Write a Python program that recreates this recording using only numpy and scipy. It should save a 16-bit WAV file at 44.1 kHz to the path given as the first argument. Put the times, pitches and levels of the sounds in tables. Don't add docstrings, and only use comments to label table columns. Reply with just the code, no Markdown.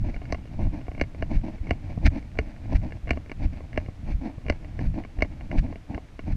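import sys
import numpy as np
from scipy import signal
from scipy.fft import rfft, irfft
from scipy.io import wavfile

SR = 44100
rng = np.random.default_rng(int(sys.argv[2]) if len(sys.argv) > 2 else 0)


def unload_audio(sound):
    columns = np.transpose(np.atleast_2d(sound))
    steps = np.round(np.clip(columns, -1, 1) * 32767)
    wavfile.write(sys.argv[1], SR, steps.astype(np.int16))


N = 280476
TIME = np.arange(N) / SR
HZ = np.fft.rfftfreq(4096, 1 / SR)

# (frequency [Hz], level [dB])
HISS_SPECTRUM = [(40, 11.5), (250, 10.5), (500, 7), (1000, 1), (1500, 0), (2300, -0.5), (3200, -5.5),
                 (6000, -11.5), (8000, -15.5), (12000, -17.5), (15000, -18)]
WIND_SPECTRUM = [(12, -2.5), (26, 5), (45, -2), (90, 0), (130, -6.5), (190, -14), (300, -29), (600, -74.5)]
SAND_SPECTRUM = [(90, -37.5), (180, -2), (270, 1), (320, 0.5), (400, -23), (490, -18), (610, -10.5),
                 (900, -18), (1100, -27), (1300, -57), (1800, -75.5)]
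GRIT_SPECTRUM = [(900, -35.5), (1300, -10), (1700, -1), (2000, -1.5), (2300, 3.5), (2520, -2.5),
                 (2850, -7.5), (3200, -18.5), (4400, -12.5), (5400, -19.5), (6100, -18), (6800, -31),
                 (10000, -35.5), (15000, -40)]
# (frequency [Hz], width [Hz], level [dB])
BODY_MODES = [(268.4, 119, 6.5), (441.5, 214, 2.5), (641, 200, 1.5), (750, 20, -6), (1092, 161, -8)]
WALL_MODES = [(1455, 110, -10), (1738, 370, -7.5), (2178, 360, -2.5), (2800, 213, -7.5), (4130, 400, -23.5),
              (4560, 460, -18), (5300, 420, -23), (6040, 370, -24), (7670, 820, -36), (9100, 700, -45.5)]
# (time [s], level [dB], body balance [dB])
TACK_TICKS = [(0.144, -37, 2), (0.164, -33.5, -0.5), (0.218, -40, 12), (0.255, -36, 0), (0.347, -26, 4.5),
              (0.456, -43, 9), (0.814, -38.5, 6), (0.883, -38, 15.5), (0.917, -41.5, 11), (0.95, -37, 3),
              (1.148, -40.5, 10), (1.311, -49, 17), (1.67, -39, 9.5), (1.976, -54, 25.5), (2.923, -32, 4),
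              (3.08, -32.5, 5), (3.174, -36, 14), (3.297, -34.5, 5.5), (3.317, -26, 7), (3.607, -45.5, 16),
              (3.731, -35, -3), (3.862, -39.5, 6.5), (3.886, -52, 26), (4.383, -59, 27), (4.457, -53, 23),
              (4.647, -40, 3.5), (4.792, -30.5, 4.5), (5.038, -36.5, -3), (5.05, -35, 8), (5.41, -36.5, 1),
              (5.515, -25, -1), (5.727, -39, 12.5), (5.758, -37, 6), (5.947, -28, 0.5),
              (5.979, -38.5, 17.5), (6.193, -29.5, 6.5)]
# (time [s], level [dB], body balance [dB], treble balance [dB],
# wall pitch [Hz], body pitch [Hz], rattle level [dB])
MOUNT_KNOCKS = [(0.3239, -20.5, -5, -17.5, 1930, 1100, -44), (1.0126, -13.5, -7.5, -27, 2270, 560, -32.5),
                (1.2238, -23, -4.5, -36, 1700, 650, -62), (1.708, -14.5, -7.5, -29, 2170, 715, -38),
                (2.388, -13.5, -10, -31, 2340, 434, -39), (3.1069, -10.5, -12, -30, 2400, 703, -29.5),
                (3.7754, -16, -6, -31.5, 1680, 612, -38.5), (4.4985, -13.5, -7.5, -26.5, 2070, 584, -29),
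                (5.222, -13.5, -7.5, -26.5, 2150, 613, -31)]
# (time after the knock [s], level relative to its rattle [dB], body balance [dB])
MOUNT_RATTLE = [(-.033, -5.5, 6.5), (-.014, 2, 1.5), (.026, -4, 6.5)]
# (time [s], gust level [dB], scrape level [dB], scrape half length [s])
STRIDE_BOTTOMS = [(0.027, -22, -75, 0.016), (0.636, -21, -54, 0.033), (1.351, -23.5, -48.5, 0.026),
                  (2.066, -23, -25.5, .011), (2.759, -21.5, -40, 0.011), (3.439, -25, -48, 0.019),
                  (4.119, -23.5, -49, 0.017), (4.861, -21, -52.5, 0.016), (5.587, -23, -39, 0.011),
                  (6.325, -23.5, -48.5, 0.0085)]
# (middle time [s], rush level [dB], spray level [dB], half length [s])
HOOF_PLOUGHS = [(0.073, -36.5, -55.5, 0.029), (0.14, -46, -61.5, 0.042), (0.54, -45.5, -62.5, 0.05),
                (0.627, -35.5, -61, 0.044), (0.763, -37.5, -57, 0.043), (1.326, -31.5, -52.5, 0.018),
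                (1.469, -35.5, -56.5, 0.038), (2.038, -31, -52, 0.012), (2.16, -34.5, -52.5, .034),
                (2.488, -47.5, -59.5, 0.039), (2.724, -29.5, -52, 0.019), (2.851, -35, -56, 0.023),
                (3.424, -37.5, -56.5, 0.032), (3.559, -43, -56, 0.029), (4.095, -37.5, -56, 0.025),
                (4.262, -35, -55.5, 0.048), (4.824, -34.5, -53.5, 0.019), (4.971, -34, -57, 0.03),
                (5.54, -29.5, -54, .028), (5.678, -37.5, -60, 0.052), (5.932, -35.5, -59, 0.032),
                (6.292, -32, -51.5, 0.017)]
# (time [s], level [dB], pitch [Hz])
HOOF_THUDS = [(0.088, -19.5, 71.6), (0.167, -21, 37.3), (0.671, -16, 35.4), (0.893, -23.5, 77.6),
              (1.197, -29, 134), (1.374, -10.5, 47.2), (1.616, -19.5, 74), (1.979, -18, 174),
              (2.058, -7, 57), (2.084, -9, 87), (2.76, -10.5, 50), (3.047, -21.5, 50), (3.463, -14, 53),
              (3.889, -23, 136), (4.15, -15.5, 50.6), (4.382, -25.5, 133), (4.464, -24, 86.5),
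              (4.871, -15.5, 40.3), (5.189, -18.5, 61.3), (5.591, -7.5, 46), (5.905, -21.5, 134),
              (5.959, -21.5, 86), (6.336, -20.5, 47.5)]


def amp(db):
    return 10 ** (np.asarray(db) / 20)


def unit(x):
    return x / np.sqrt(np.mean(x ** 2) + 1e-20)


def add(mix, s, sound):
    part = mix[max(round(s * SR), 0):][:len(sound)]
    part += sound[:len(part)]


def gain_at(frequencies, spectrum):
    hz, db = np.transpose(spectrum)
    return amp(np.interp(np.log(frequencies + 1), np.log(hz), db))


def colour(x, spectrum):
    gain = gain_at(np.fft.rfftfreq(len(x), 1 / SR), spectrum)
    return unit(irfft(rfft(x) * gain, len(x)))


def causal(gain):
    log_gain = np.log(np.maximum(gain / gain.max(), 1e-5))
    mirrored = np.r_[log_gain, log_gain[-2:0:-1]]
    return np.fft.ifft(np.exp(signal.hilbert(mirrored).conj())).real


def grains(per_s, spread_db):
    size = amp(spread_db * np.minimum(rng.exponential(1, N), 4))
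    return unit(rng.standard_normal(N) * size * (rng.random(N) < per_s / SR))


def steady(x, seconds):
    width = int(seconds * SR)
    power = signal.oaconvolve(x ** 2, signal.windows.hann(width) * 2 / width, "same")
    return x / np.sqrt(power.clip(1e-6))


def wander(depth_db, per_s):
    knots_db = depth_db * np.clip(rng.standard_normal(1000), -2, 2)
    return amp(np.interp(TIME * per_s, np.arange(len(knots_db)), knots_db))


def surge(s, rise_db_per_s, fall_db_per_s):
    return amp(-np.maximum((s - TIME) * rise_db_per_s, (TIME - s) * fall_db_per_s))


def together(gains):
    return np.sqrt(sum(gain ** 2 for gain in gains))


def arena_hiss():
    return amp(-56.5) * colour(rng.standard_normal(N), HISS_SPECTRUM)


def wind_on_microphone(swing, lull):
    lumps = steady(colour(rng.standard_normal(N), WIND_SPECTRUM), seconds=0.06)
    gusts = [amp(db) * surge(s, rise_db_per_s=140.5, fall_db_per_s=103.5)
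             for s, db, *_ in STRIDE_BOTTOMS]
    return together([*gusts, amp(-30.5) * swing, amp(-43.5) * lull]) * lumps


def housing_ring(modes, favoured_hz, treble_db=0):
    hz, width, db = np.transpose(modes)[:, :, None]
    scatter_db = 1.5 * rng.standard_normal(hz.shape)
    gains = amp(db + scatter_db + treble_db * (hz > 3500)) / (1 + (2 * (HZ - hz) / width) ** 2)
    favour = amp(5.9 * np.exp(-((HZ / favoured_hz - 1) / 0.073) ** 2))
    ring = causal(together(gains) * favour)
    return ring / abs(ring).max()


def chatter(x, share, seconds):
    t = np.arange(len(x)) / SR
    rebounds = rng.standard_normal(len(x)) * np.exp(-t / seconds)
    rebounds *= share / np.linalg.norm(rebounds)
    rebounds[0] = 1
    return signal.fftconvolve(x, rebounds)[:len(x)]


def tack_ticks(stray_per_s=7):
    out = np.zeros(N)
    rattles = [(s + lag, rattle_db + db, body_db)
               for s, *_, rattle_db in MOUNT_KNOCKS for lag, db, body_db in MOUNT_RATTLE]
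    strays = [((slot + place) / stray_per_s, -48.5 + 5 * rng.standard_normal(), 3)
              for slot, place in enumerate(rng.random(size=46))]
    for s, db, body_db in [*TACK_TICKS, *rattles, *strays]:
        walls = housing_ring(WALL_MODES, rng.uniform(1510, 2520), treble_db=-5.5)
        body = housing_ring(BODY_MODES, rng.uniform(600, 1156))
        add(out, s - 0.0005, amp(db - 0.5) * chatter(walls, share=0.6, seconds=0.004))
        add(out, s - 0.0005, amp(db + body_db - 4) * chatter(body, share=0.6, seconds=0.004))
    return out


def housing_knocks():
    out, t = np.zeros(N), np.arange(SR // 12) / SR
    sway = np.sin(2 * np.pi * 68 * t) * np.exp(-t / 0.011)
    for s, db, body_db, treble_db, wall_hz, body_hz, _ in MOUNT_KNOCKS:
        walls = housing_ring(WALL_MODES, wall_hz, treble_db + 26.5)
        add(out, s - 0.0012, amp(db - 18) * chatter(walls, share=1.0, seconds=0.0017))
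        add(out, s + 0.0006, amp(db) * chatter(walls, share=0.47, seconds=0.0059))
        add(out, s + 0.00149, -amp(db + body_db + 9) * housing_ring(BODY_MODES, body_hz))
        add(out, s + 0.0053, amp(-5.5 + 0.58 * db) * sway)
    return out


def grit_scrapes():
    level = sum(amp(db) * np.exp(-((TIME - s) / half) ** 2) for s, _, db, half in STRIDE_BOTTOMS)
    grit = steady(colour(grains(per_s=6000, spread_db=1.5), GRIT_SPECTRUM), seconds=0.02)
    sand = steady(colour(rng.standard_normal(N), SAND_SPECTRUM), seconds=0.09)
    return level * (grit + amp(3.5) * sand)


def clod_patter(per_s, unevenness):
    gaps = np.exp(unevenness * rng.standard_normal(4000)) / per_s
    onsets = (np.cumsum(gaps) * SR).astype(int)
    clicks = np.zeros(N)
    clicks[onsets[onsets < N]] = 1
    clicks *= amp(1.8 * np.clip(rng.standard_normal(N), -2, 2))
    drive = unit(clicks - clicks.mean()) + 0.58 * grains(per_s=2500, spread_db=3)
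    return unit(signal.oaconvolve(drive, causal(gain_at(HZ, SAND_SPECTRUM)))[:N])


def hoof_push(s, half, attack_s=0.01, release_s=0.014):
    half_hold = 0.79 * half
    early = np.maximum(s - half_hold - TIME, 0)
    late = np.maximum(TIME - s - half_hold, 0)
    return np.exp(-early / attack_s - late / release_s)


def hoof_ploughs(swing, lull):
    clods = steady(clod_patter(per_s=130, unevenness=0.4), seconds=0.19)
    crumbs = grains(per_s=160, spread_db=2.5)
    fine_grains = grains(per_s=2700, spread_db=-1.5)
    spray = steady(colour(fine_grains + 0.47 * crumbs, GRIT_SPECTRUM), seconds=0.02)
    rush_gains = [amp(-55.5) * lull, amp(-43.5) * swing]
    spray_gains = [amp(-71.5) * lull, amp(-61) * swing]
    for s, rush_db, spray_db, half in HOOF_PLOUGHS:
        push = hoof_push(s, half)
        rush_gains.append(amp(rush_db) * push)
        spray_gains.append(amp(spray_db) * push)
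    crunch = wander(depth_db=3.07, per_s=70)
    return crunch * (together(rush_gains) * clods + together(spray_gains) * spray)


def hoof_thuds():
    out = np.zeros(N)
    push, dip = 0.3, 0.7
    for s, db, hz in HOOF_THUDS:
        near = abs(TIME - s) < 2 / hz
        cycles = (TIME[near] - s) * hz
        pulse = np.exp(-(cycles / push) ** 2) - push / dip * np.exp(-(cycles / dip) ** 2)
        out[near] += amp(db + 5) * pulse
    return out


def scene():
    swings = [surge(s - 0.014, rise_db_per_s=213, fall_db_per_s=81.5) for s, *_ in MOUNT_KNOCKS]
    swing = np.max(swings, axis=0)
    lull = wander(depth_db=6, per_s=25)
    hiss = arena_hiss()
    hooves = hoof_thuds() + hoof_ploughs(swing, lull) + grit_scrapes()
    return (hooves + housing_knocks() + tack_ticks() + wind_on_microphone(swing, lull) + hiss)[None]


def record(dry):
    muffled = signal.sosfilt(signal.butter(2, 9500, fs=SR, output="sos"), dry)
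    band_limit = signal.firwin(511, 15100, window=("kaiser", 9), fs=SR)
    return signal.oaconvolve(muffled, band_limit[None], "same")


dry = scene()
out = record(dry)
unload_audio(out)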